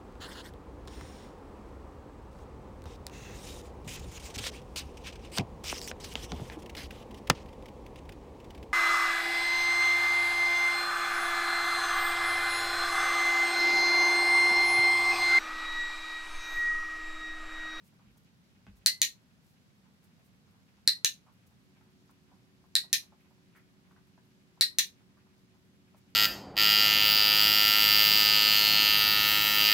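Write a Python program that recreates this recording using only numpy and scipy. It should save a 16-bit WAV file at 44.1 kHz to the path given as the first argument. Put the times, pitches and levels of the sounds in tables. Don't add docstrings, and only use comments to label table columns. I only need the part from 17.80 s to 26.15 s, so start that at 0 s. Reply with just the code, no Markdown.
import sys
import numpy as np
from scipy import signal
from scipy.fft import rfft, irfft
from scipy.io import wavfile

SR = 44100
rng = np.random.default_rng(int(sys.argv[2]) if len(sys.argv) > 2 else 0)


def to_wav(s):
    ch = np.atleast_2d(s).T
    pcm = np.round(np.clip(ch, -1, 1) * 32767)
    wavfile.write(sys.argv[1], SR, pcm.astype(np.int16))


N = 368235

# frequency in Hz, relative density in dB.
AIR_SPECTRUM = [(20, -25.5), (45, -15.5), (85, -6.5), (180, -0.5), (260, -8.5), (330, -15), (430, -18.5),
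                (700, -22), (1800, -24), (4800, -28), (7500, -34), (10000, -39), (11400, -34),
                (13500, -42.5)]
# frequency in Hz, correlation from -1 to 1.
AIR_CORRELATION = [(60, 0.74), (150, 0.24), (380, 0.95), (950, -0.14), (2380, -0.18), (5980, -0.04),
                   (15000, 0.19)]
AIR_DB = -64
# frequency in Hz, RMS level in dB.
STEADY_HUM = [(91.5, -80), (120, -79.5), (199, -77.5)]
# frequency in Hz, RMS level in dB.
LATE_HUM = [(186, -76), (279.9, -76.5), (371.6, -76.5)]
LATE_HUM_START_S = 3.75
# frequency in Hz, gain in dB.
ROOM_COLOUR = [(200, 4), (600, -2.5), (1100, 2), (2000, 4), (3000, 6), (4200, 0.5), (6300, -3.5),
               (9000, -5), (12000, -2.5), (16000, -3)]
# frequency in Hz, t60 in seconds.
ROOM_T60 = [(200, .25), (1000, 0.13), (2000, 0.15), (4200, 0.175), (7000, .17), (11000, 0.175),
            (16000, 0.16)]
# start in seconds, energy in dB before the dry and
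# room gains, length in seconds.
BRUSHES = [(0.029, -34.5, .068), (0.368, -37, 0.021), (.948, -39.5, .05), (1.613, -38, .15),
           (2.222, -38.5, .043), (2.427, -39, 0.068), (3.661, -38, 0.021), (4.301, -40.5, .017),
           (5.748, -38, .047), (8.16, -38, .04)]
BRUSH_HZ = 9200
# start in seconds, level of the boards in dB, energy of the knock in dB
THUMPS = [(0.254, -15.5, -44), (0.873, -6.5, -26.5)]
# frequency in Hz, energy in dB before the landing's level, t60 in seconds.
BOARD_MODES = [(50.4, -16.5, .45), (66, -19.5, .35), (97, -19.5, .16), (198, -17, .14)]
# start in seconds, energy in dB before the dry and room gains,
# pitch in Hz, t60 in seconds.
SMACKS = [(.19, -35, 950, 0.13), (3.463, -31, 990, 0.17), (4.009, -36, 1080, .035),
          (4.291, -33.5, 1120, 0.036), (5.75, -28, 1620, 0.21), (6.109, -33.5, 890, 0.036),
          (6.161, -34.5, 1370, 0.023), (6.377, -32.5, 940, 0.013), (6.771, -34, 846, 0.046),
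          (7.37, -36, 1380, 0.049), (8.14, -30, 780, 0.044)]
# start in seconds, end in seconds, mean energy of a bite in dB
CHEW_BOUTS = [(2.087, 2.8, -45), (4.53, 5.65, -34.5)]
CHEWS_PER_S, CHEW_CENTRE_HZ, CHEW_T60_S = 3.9, 764, .08
# start in seconds, snap level in dB, pitch factor from the grip,
# crack level in dB, first echo in dB before the side gains, offset of late echoes and room in dB.
PRESSES = [(1.0615, -0.5, 1.054, 2.5, -8.5, 1), (3.0764, 1.5, 1.022, -1.5, -13.5, -1.5),
           (4.9537, -2, .995, 0.5, -17.5, 0), (6.8103, -1.5, 1.015, -0.5, -4.5, 4)]
# start in seconds, snap level in dB, pitch factor from the grip,
# crack level in dB, first echo in dB before the side gains, offset of late echoes and room in dB.
RELEASES = [(1.2173, 1.18, 1.036, -1.5, -12.5, -0.5), (3.2469, 1.57, 1, -3.5, -13.5, -2.5),
            (5.1297, -1.3, 1, 0.5, -2.5, 0.5), (6.9859, -0.25, 1.013, -0.5, -1, 0.5)]
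# frequency in Hz before the pitch factor,
# energy in dB before the snap level, t60 in seconds.
PRESS_MODES = [(1630, -23, 0.095), (1829, -12, 0.034), (1924, -20, 0.24), (4050, -3.5, 0.0058),
               (4136, 3, 0.012), (4320, 0.5, .005), (5700, -5, 0.0026), (4016, -8.5, 0.16),
               (4370, -12.5, .14), (4540, -15, .09)]
# frequency in Hz before the pitch factor,
# energy in dB before the snap level, t60 in seconds.
RELEASE_MODES = [(1786, -13.5, 0.049), (2425, -16, 0.033), (3060, -13, 0.013), (4030, 0, 0.0049),
                 (4800, -9, 0.018), (5900, -4, 0.019), (6443, 2, 0.006), (9420, -10, 0.0024),
                 (4060, -19.5, .08)]
# frequency in Hz, relative gain in dB.
PRESS_CRACK = [(100, -21), (350, -18), (600, -10), (900, -19.5), (1200, -16), (1700, -5.5), (2800, -2),
               (4500, -2), (7000, 5.5), (9000, 7.5), (11000, 4), (13000, 0.5), (16000, -8)]
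# frequency in Hz, relative gain in dB.
RELEASE_CRACK = [(100, -21.5), (400, -20), (650, -18.5), (1050, -15), (1300, -20), (1700, 2), (3000, -3.5),
                 (6700, 5.5), (7550, -1), (9500, 2), (13000, 4), (14200, -1), (16000, -6)]
ECHO_FIRST_S, ECHO_LAST_S, ECHO_DB, ECHO_FALL_DB_PER_S = .0066, .0172, -15.5, 449.5
BAND_LIMIT_HZ = 15900


def amp(db):
    return 10 ** (np.asarray(db) / 20)


def unit(x):
    return x / np.sqrt(np.sum(x ** 2, -1, keepdims=True) + 1e-20)


def read(points, hz):
    table_hz, value = np.transpose(points)
    return np.interp(np.log(hz + 1), np.log(table_hz), value)


def add(mix, start_s, sound):
    part = mix[:, round(start_s * SR):][:, :sound.shape[-1]]
    part += sound[..., :part.shape[1]]


def causal(gain):
    return np.exp(np.conj(signal.hilbert(np.log(gain + 1e-9))))


def colour(x, points, size=2048):
    hz = abs(np.fft.fftfreq(size, 1 / SR))
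    taps = np.fft.ifft(causal(amp(read(points, hz)))).real
    return signal.fftconvolve(x, taps)[:len(x)]


def band(x, centre_hz, spread):
    edges_hz = [centre_hz / spread, centre_hz * spread]
    return signal.sosfilt(signal.butter(2, edges_hz, "band", fs=SR, output="sos"), x)


def ring(modes, t, pitch, rise_s):
    swell = 1 - np.exp(-(t / rise_s) ** 2)
    out = np.zeros(len(t))
    for hz, db, t60_s in modes:
        tone = np.sin(2 * np.pi * hz * pitch * t)
        out += amp(db) * unit(swell * amp(-60 * t / t60_s) * tone)
    return out


def room(x, wet_db, gap_s=.0034, build_s=.004, size=16384):
    t = np.arange(size) / SR
    reflections = rng.standard_normal((2, size)) * (rng.random((2, size)) < .25)
    hz, when_s, z = signal.stft(reflections, SR, nperseg=128)
    fall = amp(-60 * when_s / read(ROOM_T60, hz)[:, None])
    tail = signal.istft(z * unit(fall), SR, nperseg=128)[1][:, :size]
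    tail = unit(tail * np.clip((t - gap_s) / build_s, .2, 1) * (t > .001))
    tail = np.array([colour(side, ROOM_COLOUR) for side in tail])
    return amp(wet_db) * signal.fftconvolve(x[None], tail, axes=1)[:, :len(x)]


def air():
    hz = np.fft.rfftfreq(N, 1 / SR)
    left, other = rfft(rng.standard_normal((2, N)))
    same = read(AIR_CORRELATION, hz)
    right = same * left + np.sqrt(1 - same ** 2) * other
    pair = np.array([left, right]) * amp(read(AIR_SPECTRUM, hz))
    return amp(AIR_DB) * amp([[-.4], [.4]]) * np.sqrt(N) * unit(irfft(pair, N))


def hum(waver_hz=.5, fade_s=.1):
    t = np.arange(N) / SR

    def line(hz, db):
        drift = np.interp(t, np.linspace(0, t[-1], 40), rng.standard_normal(40))
        turns = np.cumsum(hz + waver_hz * drift) / SR + rng.normal(0, .035, (2, 1))
        return amp(db) * np.sqrt(2) * np.sin(2 * np.pi * turns)

    joined = np.clip((t - LATE_HUM_START_S) / fade_s, 0, 1)
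    return sum(line(*row) for row in STEADY_HUM) + joined * sum(line(*row) for row in LATE_HUM)


def rustle(db, ticks_per_s=70, spread_db=3.5):
    out = np.zeros(N)
    for hz in (900, 2200, 5000, 11000):
        struck = rng.random(N) < ticks_per_s / 4 / SR
        ticks = struck * amp(spread_db * np.minimum(rng.exponential(1, N), 3))
        out += unit(band(ticks, hz, 1.4)) * (hz / 900) ** -.3
    return amp(db) * np.sqrt(N) * unit(.5 * out + room(out, 0))


def grains(t):
    return rng.standard_normal(len(t)) ** 3


def brush(t, db, length_s):
    arch = np.sin(np.pi * np.minimum(t / length_s, 1))
    return amp(db) * unit(band(grains(t) * arch, BRUSH_HZ, 1.78))


def knock(t, db):
    return amp(db) * unit(band(grains(t) * amp(-60 * t / .032), 450, 4.2))


def smack(t, db, hz, t60_s):
    envelope = amp(-60 * t / t60_s) * (1 - np.exp(-t / .0024))
    return amp(db) * unit(band(grains(t) * envelope, hz, 1.35))


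def chewing(jitter_s=.033, spread_db=2.5, spread_octaves=.15, count=8):
    bites = []
    for start_s, end_s, db in CHEW_BOUTS:
        for k, (late, size, tone) in enumerate(rng.standard_normal((count, 3))):
            beat_s = start_s + k / CHEWS_PER_S
            if beat_s < end_s:
                hz = CHEW_CENTRE_HZ * 2 ** (spread_octaves * tone)
                bites.append((beat_s + jitter_s * late, db + spread_db * size, hz, CHEW_T60_S))
    return bites


def puppy():
    out, t = np.zeros((2, N)), np.arange(SR // 2) / SR
    small = [(s, brush(t, db, length_s)) for s, db, length_s in BRUSHES]
    for s, db, knock_db in THUMPS:
        add(out, s, amp(db) * ring(BOARD_MODES, t, pitch=1.0, rise_s=.011))
        small.append((s - .006, knock(t, knock_db)))
    small += [(s, smack(t, db, hz, t60_s)) for s, db, hz, t60_s in SMACKS + chewing()]
    for s, sound in small:
        add(out, s, amp(-6.0) * sound + room(sound, wet_db=-8.5))
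    return out


def chatter(t, t60_s, tick_db, size=4096):
    burst = unit(rng.standard_normal(size) * amp(-60 * t[:size] / t60_s))
    burst[0] += amp(tick_db)
    z = np.fft.fft(burst)
    even = np.fft.ifft(z / causal(abs(z))).real
    return np.pad(even, (0, len(t) - size))


def snaps(rows, modes, crack_spectrum, tick_db, chatter_t60_s, rise_s, wet_db, count=7):
    out, t = np.zeros((2, N)), np.arange(SR // 2) / SR
    for s, db, pitch, crack_db, echo_db, room_db in rows:
        crack = amp(crack_db) * colour(chatter(t, chatter_t60_s, tick_db), crack_spectrum)
        snap = amp(db) * (crack + ring(modes, t, pitch, rise_s))

        direct = np.array([np.r_[0, snap[:-1]], snap])
        add(out, s, direct * amp([[.4], [-.4]]))

        echo = np.array([snap, np.r_[np.zeros(4), snap[:-4]]])
        add(out, s + .0049, echo * amp(echo_db) * amp([[-1], [-7]]))

        delays_s = np.linspace(ECHO_FIRST_S, ECHO_LAST_S, count) + rng.uniform(-.00066, .0006, count)
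        for delay_s in delays_s:
            scattered = np.array([signal.fftconvolve(snap, chatter(t, .0015, -6.5))[:len(t)]
                                  for side in range(2)])
            late_db = room_db + ECHO_DB - ECHO_FALL_DB_PER_S * (delay_s - ECHO_FIRST_S)
            add(out, s + delay_s, scattered * amp(late_db))

        add(out, s, room(snap, room_db + wet_db))
    return out


def clicker():
    press = snaps(PRESSES, PRESS_MODES, PRESS_CRACK, tick_db=-9.0,
                  chatter_t60_s=.0027, rise_s=.00087, wet_db=-.5)
    release = snaps(RELEASES, RELEASE_MODES, RELEASE_CRACK, tick_db=-6.5,
                    chatter_t60_s=.011, rise_s=.00033, wet_db=1.5)
    return press + release


def scene():
    return air() + hum() + rustle(db=-79.0) + puppy() + clicker()


def record(dry, low_hz=42):
    lean = signal.sosfilt(signal.butter(2, low_hz, "high", fs=SR, output="sos"), dry)
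    rounded = lean / (1 + (lean / .85) ** 4) ** .25
    low_pass = signal.firwin(511, BAND_LIMIT_HZ, window=("kaiser", 8), fs=SR)
    return signal.oaconvolve(rounded, low_pass[None], "same", axes=1)


dry = scene()
out = record(dry)
to_wav(out)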